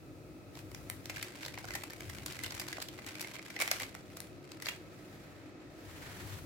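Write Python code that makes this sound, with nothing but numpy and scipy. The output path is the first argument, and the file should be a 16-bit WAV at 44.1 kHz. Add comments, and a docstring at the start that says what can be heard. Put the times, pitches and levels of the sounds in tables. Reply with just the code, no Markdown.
"""Squeezing out a sachet

A small plastic sachet is torn open and squeezed over a bowl, close to a phone in a tiled room.
Each crease that buckles gives a short snap, finer crackle runs between, and the room smears both.
A sleeve rustles softly, most of all as an arm moves past near the end. Underneath, an appliance
hums and the hand holding the phone adds a low rumble."""
import sys
import numpy as np
from scipy import signal
from scipy.fft import rfft, irfft, next_fast_len
from scipy.io import wavfile
from scipy.ndimage import uniform_filter1d

SR = 44100
rng = np.random.default_rng(int(sys.argv[2]) if len(sys.argv) > 2 else 0)


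def generate_wav(signal):
    """Clip the signal to [-1, 1] and save it as 16-bit WAV at the path in sys.argv[1]."""
    frames = np.transpose(np.atleast_2d(signal))
    scaled = np.clip(frames, -1, 1) * 32767
    pcm = np.round(scaled).astype(np.int16)
    wavfile.write(sys.argv[1], SR, pcm)


N = 284445
TIME = np.arange(N) / SR
TOP_HZ = 16000

# Buckling creases. Each row: start in seconds, relative level in dB, flip time in seconds,
# ring pitch in Hz, then fizz and low knock in dB, both relative to the snap.
CREASE_SNAPS = [(0.5539, -56.5, 0.0017, 3770, -6, -3), (0.572, -58, 0.0032, 2510, -6, 4.5),
                (0.59, -55.5, 0.0021, 2590, -4, -12), (0.7158, -59, 0.0024, 2200, -1, 0),
                (0.7472, -47.5, 0.0027, 5100, -5.5, -7), (0.8994, -43, 0.0017, 2320, 2.5, -4),
                (1.057, -47.5, 0.0022, 4400, -2, -15), (1.0968, -40.5, 0.0067, 2300, -5.5, -4.5),
                (1.161, -44.5, 0.0067, 2360, -7.5, -12), (1.1694, -43.5, 0.003, 1650, -14, -13),
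                (1.2128, -49, 0.0027, 2860, -14, -17), (1.227, -39.5, 0.0044, 2260, -3, -14),
                (1.4309, -44.5, 0.0033, 2400, -11, -7), (1.4496, -44, 0.0033, 3800, -11, -16),
                (1.4613, -45, 0.0041, 3840, -4.5, -1.5), (1.4817, -47, 0.0025, 2000, -5, -13),
                (1.5412, -48.5, 0.0029, 2260, -13, -6), (1.576, -45.5, 0.0033, 2180, -32, 0),
                (1.5856, -48.5, 0.0061, 1770, -4, -4), (1.6424, -45.5, 0.0034, 1370, -18, -1),
                (1.6529, -52.5, 0.0017, 5190, -2, -2), (1.6853, -45, 0.0028, 1610, -13, -23),
                (1.7066, -43.5, 0.0022, 2090, -12, -4), (1.7374, -43, 0.0048, 1810, -6, -18),
                (1.7519, -38.5, 0.0062, 2100, -3, -3.5), (1.836, -45, 0.0041, 2480, -2.5, -2),
                (1.9048, -48.0, 0.003, 1770, -6, -7), (1.9334, -50.5, 0.0036, 2190, -2.5, -2.5),
                (2.0059, -47.5, 0.0025, 2200, -5, -8), (2.0967, -46.5, 0.0046, 2060, -4, -5),
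                (2.2613, -43, 0.0037, 4300, 2.5, -6.5), (2.3232, -50, 0.0032, 4170, -3, -15),
                (2.3905, -46, 0.0019, 2080, -8, -17), (2.4358, -40, 0.0051, 2040, -2.5, -13),
                (2.4437, -41.5, 0.0047, 2780, -9, -19), (2.4616, -43.5, 0.0048, 3760, -6, -5.5),
                (2.507, -45, 0.003, 4720, -10, -7), (2.5217, -47.5, 0.0068, 2030, -5, -2),
                (2.5492, -51, 0.0028, 4070, 2.5, -5), (2.5973, -40, 0.0064, 4750, -0.5, -9),
                (2.6138, -45, 0.0074, 2030, -5, -1), (2.6843, -45, 0.0034, 3850, -5, -4),
                (2.728, -40, 0.0036, 1960, -10, -19), (2.7697, -46.5, 0.0022, 2080, -23, -8),
                (2.7823, -50.5, 0.0025, 1060, -17, 7), (2.802, -47.5, 0.0019, 4110, -7, -11),
                (2.8189, -43.5, 0.0055, 4180, -6, -9), (2.824, -45.0, 0.003, 4300, 1.5, -15),
                (2.8858, -46.5, 0.0036, 3230, -7, -10), (2.9878, -49.5, 0.0027, 2110, -25, 0),
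                (3.0642, -48.5, 0.0039, 5000, -1, -6), (3.1532, -46.5, 0.0033, 2270, -9, -8),
                (3.2088, -45.5, 0.0019, 2340, 1.5, -5), (3.2137, -44.5, 0.0022, 4270, 2.5, -12),
                (3.246, -44.5, 0.0026, 2140, -22, -10), (3.3374, -50.5, 0.0084, 3170, -7, -1.5),
                (3.3645, -49.5, 0.0028, 2320, -11, -10), (3.3924, -47.5, 0.0026, 2220, -24, -5),
                (3.502, -47.5, 0.0051, 2140, -8, -14), (3.5636, -39.5, 0.0046, 2120, -16, -9.5),
                (3.5898, -46, 0.004, 2320, -8, -8), (3.601, -39.0, 0.0043, 2300, -3, -0.5),
                (3.6068, -36.5, 0.0043, 2170, -13, -22), (3.6138, -35, 0.0027, 2240, -1.5, -9),
                (3.6199, -33, 0.0046, 2230, -2, -4), (3.6767, -37, 0.003, 2190, -6, -6),
                (3.7135, -31.5, 0.0024, 5000, -3, -6), (3.7138, -33.5, 0.0055, 2220, -3.5, -5.5),
                (3.7994, -41, 0.0034, 2000, -4.5, -10), (3.8081, -43, 0.0061, 2190, -9, -4),
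                (3.819, -43, 0.0051, 2550, -3, -0.5), (3.832, -41.5, 0.0031, 2150, -8, -12),
                (3.9501, -49, 0.002, 2200, -5.5, 2), (4.1701, -51.5, 0.0027, 4800, 3, -1),
                (4.2033, -48.5, 0.0014, 4110, 2.5, -5), (4.5183, -50, 0.0024, 4060, -6.5, -7),
                (4.6225, -44.5, 0.0035, 1890, -3, -8), (4.659, -40.5, 0.0018, 4200, -18, -16),
                (4.6671, -40.5, 0.003, 2050, -8, -4), (4.6859, -34.5, 0.0039, 2700, -9, -13),
                (4.6924, -44.5, 0.0047, 1920, -5, -9)]
# Fingers kneading the film. Each row: time in seconds, relative crackle level in dB.
KNEADING = [(1.04, -61.5), (1.17, -54.5), (1.33, -60), (1.44, -53), (1.53, -59), (1.75, -54.5),
            (1.97, -59.5), (2.18, -53), (2.78, -53.5), (2.93, -62), (3.06, -52), (3.36, -52), (3.54, -58),
            (3.66, -45), (3.83, -54.5), (4.05, -69), (4.16, -60.5), (4.4, -74), (4.68, -51), (4.8, -65)]
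# Arm moves. Each row: fastest moment in seconds, level in dB, half length in seconds,
# swish in dB relative to the rub.
ARM_SWEEPS = [(0.585, -64, 0.033, 4), (0.95, -66.5, 0.23, -1), (4.18, -70.5, 0.16, 0),
              (5.18, -64.5, 0.5, -16), (5.07, -70.5, 0.25, 5), (4.7, -71, .025, -12),
              (6.094, -56, 0.21, -2), (6.08, -57, 0.035, -12), (6.213, -58, 0.025, -18),
              (6.314, -57.5, 0.085, 1.5)]
# The hand shifting its grip. Each row: peak in seconds, level in dB, half length in seconds.
GRIP_SHIFTS = [(.72, -57, 0.32), (1.74, -51.5, 0.06), (2.3, -54, 0.23), (3, -57.5, 0.1),
               (6.33, -49.5, 0.29)]
# The appliance's hum. Each row: pitch in Hz, level in dB.
HUM_TONES = [(100.5, -67.5), (200, -68.5), (491, -74.5)]
# Cabinet resonances stirred by rushing air. Each row: centre in Hz, width in Hz, level in dB.
CABINET_MODES = [(136.2, 60, -60), (275.7, 20, -62), (309.2, 27.2, -57.5), (361.2, 14.6, -61),
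                 (1292, 98, -69), (2553, 120, -76)]
# Tone curves of the noise layers and the two microphone ports. Each row: frequency in Hz, gain in dB.
FILM_EQ = [(350, -24), (600, 0), (1100, -1.5), (2100, -1.5), (3100, -3.5), (4800, -5), (7000, -9),
           (11000, -8.5), (15500, -12.5)]
RUB_EQ = [(300, -8), (600, -1), (1350, -2.5), (1850, 0), (2550, -7), (4500, -13), (8000, -22), (15500, -33)]
SWISH_EQ = [(700, -19), (3000, 3), (5000, 1), (8000, -2.5), (11000, 1), (15000, 0)]
GRIP_EQ = [(25, -36), (45, 0.5), (100, 8.5), (150, 3.5), (250, -8), (600, -26.5)]
AIR_EQ = [(30, -70), (50, -6), (130, -25.5), (220, -7), (400, -6.5), (620, -7), (900, -19), (1650, -22),
          (2550, -21), (3050, -30), (4000, -26), (8000, -36), (15500, -70)]
LEFT_EQ = [(500, 1.5), (1000, 2), (1600, 4), (2100, 2), (2700, 3.5), (5000, 3), (7300, 5), (8500, 3.5),
           (15000, -1.5)]
RIGHT_EQ = [(500, -2.5), (1100, 1.5), (1850, 3.5), (2250, 7), (2700, 2), (4600, 4), (6500, 2.5),
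            (7600, 6.5), (8600, -2.5), (12000, 0), (15000, -1.5)]
# Stereo image of diffuse sound. Each row: frequency in Hz, correlation between left and right.
PORT_CORRELATION = [(60, 0.9), (250, 0.86), (700, 0.72), (1300, 0.038), (2300, 0.17), (4400, 0)]


def snap(flip_s, ring_hz, knock_db, fizz_db, ring_db, crack=3.9, lag_s=.0003, creak_s=.004):
    """One crease flips, in the middle of the window: the film creaks, cracks and flutters for a few ms."""
    t = np.arange(-1024, 1024) / SR
    flutter = diffuse(len(t))
    for port, late_s in enumerate(lag_s * rng.random(2)):
        flutter[port, len(t) // 2 + int(late_s * SR)] += crack
    # tiny slips build up before a slow crease gives way; a quick one snaps clean
    slips = np.repeat(np.minimum(rng.exponential(size=len(t) // 32), 3), 32)
    slowness = min((flip_s / .0016) ** 3, 2)
    creak = (t < 0) * slips * np.exp(-abs(t) / creak_s) * undb(-22) * slowness
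    burst = flutter * (creak + (t >= 0) * np.exp(-(t / (1.3 * flip_s)) ** 2))
    spray = flutter * (creak + (t >= 0) * np.exp(-abs(t / flip_s) ** 1.3))
    # a soft pocket with little fizz is mostly ring; a taut crease is mostly crack
    hollow_db = ring_db - .7 * max(fizz_db, -20)
    ring = undb(hollow_db) * np.sqrt(2500 / ring_hz) * unit(film_ring(burst, ring_hz))
    core = unit(unit(band(burst, 1280, 6000)) + ring)
    knock = unit(band(burst, 506, 1300))
    # every facet of the film has a high ring of its own
    facet = film_ring(spray, rng.uniform(5100, 21000))
    fizz = unit(unit(band(spray, 7700, 15400)) + 0.071 * unit(facet))
    return core + undb(knock_db) * knock + pan(undb(fizz_db) * fizz, rng.normal(0, 3.9))


def creases(trim_db=-9.0, fizz_lift_db=1, usual_snap_db=-44):
    """The sachet's distinct snaps; strong ones shake the whole pouch, so they carry more ring."""
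    out = np.zeros((2, N + SR))
    for start_s, db, flip_s, ring_hz, fizz_db, knock_db in CREASE_SNAPS:
        ring_db = -2.5 + .3 * max(db - usual_snap_db, 0)
        sound = snap(flip_s, ring_hz, knock_db, fizz_db + fizz_lift_db, ring_db)
        start = int(start_s * SR) - sound.shape[1] // 2
        out[:, start:start + sound.shape[1]] += undb(db + trim_db) * sound
    return out[:, :N]


def crackle(wrinkles_per_s=205, spread_db=3.1, clump_db=2, fade_s=0.0042, patches=24, trim_db=-0.74):
    """Tiny wrinkles give way in clumps; each patch of film has its own short tick and pitch."""
    t = np.arange(512) / SR
    kneading = (TIME > KNEADING[0][0]) * (TIME < KNEADING[-1][0])
    effort = undb(np.interp(TIME, *np.transpose(KNEADING)) + clump_db * drift(45)) * kneading
    out, power = 0, 0
    for ring_hz in np.geomspace(1400, 2900, patches):
        strength = undb(spread_db * np.minimum(rng.exponential(size=N), 3))
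        ticks = strength * (rng.random(N) < wrinkles_per_s / patches / SR)
        patch = colour(diffuse(len(t)) * np.exp(-(t / fade_s) ** 2), FILM_EQ)
        patch = unit(unit(patch) + 0.29 * unit(film_ring(patch, ring_hz)))
        out = out + signal.fftconvolve((ticks * effort)[None], patch)[:, :N]
        power += np.mean(ticks ** 2) * len(t)
    return undb(trim_db) * out / np.sqrt(power)


def film_ring(x, hz):
    """One resonance of the film: wide hollow pockets ring low and long, small facets high and briefly."""
    q = 1 / np.clip(.12 * hz / 2000, .12, .22)
    return signal.lfilter(*signal.iirpeak(min(hz, SR / 2 - 2000), q, SR), x)


def room(x, split_hz=5000, low_t60_s=.24, high_t60_s=.29, near_db=-3.5, wet_db=-9.1):
    """Floor and bowl scatter a little at once; after 10 ms the furniture and walls return a dense tail."""
    t = np.arange(SR * 3 // 4) / SR
    onset = np.interp(t, [.002, .004, .008, .011], [0, undb(near_db), undb(near_db), 1])
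    low = band(diffuse(len(t)), 230, split_hz) * undb(-60 * t / low_t60_s)
    high = band(diffuse(len(t)), split_hz, TOP_HZ + 2000) * undb(-60 * t / high_t60_s - 4)
    tail = (low + high) * onset
    tail /= np.sqrt(np.sum(tail ** 2) / 2)
    return undb(wet_db) * signal.fftconvolve(x, tail, axes=1)[:, :N]


def arm(grain_db=1.4, waver_db=0.36):
    """Cloth slides in smooth swells: a soft rub of the folds, and a bright swish where the weave skims."""
    rub = noise(RUB_EQ) * swells([(s, db, half_s) for s, db, half_s, _ in ARM_SWEEPS])
    skims = [(s, db + swish_db, half_s) for s, db, half_s, swish_db in ARM_SWEEPS]
    swish = noise(SWISH_EQ) * swells(skims)
    return (rub + swish) * undb(grain_db * drift(150) + waver_db * drift(22))


def appliance(air_db=-57.0, waver=0.46):
    """A bed of air, a rush that sets the cabinet droning, and a wavering hum with its bass to the left."""
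    air = undb(air_db + 0.16 * drift(6.1)) * noise(AIR_EQ)
    rush = diffuse(N)
    drone = sum(undb(db) * unit(band(rush, hz - width / 2, hz + width / 2, order=2))
                for hz, width, db in CABINET_MODES)
    tones = []
    for hz, db in HUM_TONES:
        phase = 2 * np.pi * hz * TIME + 1.15 * drift(9)
        tones.append(undb(db) * np.sqrt(2) * np.sin(phase) * (1 + waver * drift(12)))
    return air + drone + pan(tones[0], left_db=17) + sum(tones[1:])


def grip(rest_db=-65, wander_db=5):
    """The hand rumbles on the phone, faintly at rest and swelling when it shifts."""
    rumble = noise(GRIP_EQ)
    resting = undb(rest_db + wander_db * drift(4.67))
    return pan(rumble * np.hypot(resting, swells(GRIP_SHIFTS)), left_db=4.2)


def undb(db):
    """Decibels to gain."""
    return 10 ** (np.asarray(db) / 20)


def unit(x):
    """Scale to rms 1."""
    return x / np.sqrt(np.mean(x ** 2))


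def on_bins(rows, size):
    """Read a frequency curve at every Fourier bin."""
    hz, value = np.transpose(rows)
    return np.interp(np.log(np.fft.rfftfreq(size, 1 / SR) + 1), np.log(hz), value)


def colour(x, eq):
    """Minimum-phase EQ, so attacks stay sharp."""
    size = 2 * next_fast_len(x.shape[-1] // 2 + 2048)
    cepstrum = irfft(np.log(undb(on_bins(eq, size))))
    cepstrum[1:size // 2] *= 2
    cepstrum[size // 2 + 1:] = 0
    return irfft(rfft(x, size) * np.exp(rfft(cepstrum)))[..., :x.shape[-1]]


def band(x, low_hz, high_hz, order=3):
    """Band-pass."""
    return signal.sosfilt(signal.butter(order, [low_hz, high_hz], "band", fs=SR, output="sos"), x)


def diffuse(size):
    """Stereo noise: narrow in the bass, wide in the treble."""
    alike = on_bins(PORT_CORRELATION, size)
    mid, side = rfft(rng.standard_normal((2, size))) * np.sqrt([(1 + alike) / 2, (1 - alike) / 2])
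    return irfft([mid + side, mid - side], size)


def noise(eq):
    """A bed of coloured stereo noise at rms 1."""
    return unit(colour(diffuse(N), eq))


def drift(rate_hz):
    """Smooth random modulation at rms 1."""
    hold = int(SR / rate_hz)
    steps = np.repeat(rng.standard_normal(N // hold + 2), hold)
    return unit(uniform_filter1d(uniform_filter1d(steps, hold), hold)[:N])


def swells(rows):
    """Bell-shaped fades for moves that speed up and slow down; their powers add."""
    return np.sqrt(sum((undb(db) * np.exp(-.5 * ((TIME - s) / half_s) ** 2)) ** 2 for s, db, half_s in rows))


def pan(x, left_db):
    """Lean a sound to the left."""
    return x * undb([[left_db / 2], [-left_db / 2]])


def scene():
    """Sachet, room and arm, coloured by the two ports, over the appliance and the hand's rumble."""
    sachet = creases() + crackle()
    left, right = sachet + room(sachet) + arm()
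    return np.array([colour(left, LEFT_EQ), colour(right, RIGHT_EQ)]) + appliance() + grip()


def record(dry):
    """The phone cuts the top end steeply."""
    return signal.sosfilt(signal.ellip(10, .2, 70, TOP_HZ, fs=SR, output="sos"), dry)


dry = scene()
out = record(dry)
generate_wav(out)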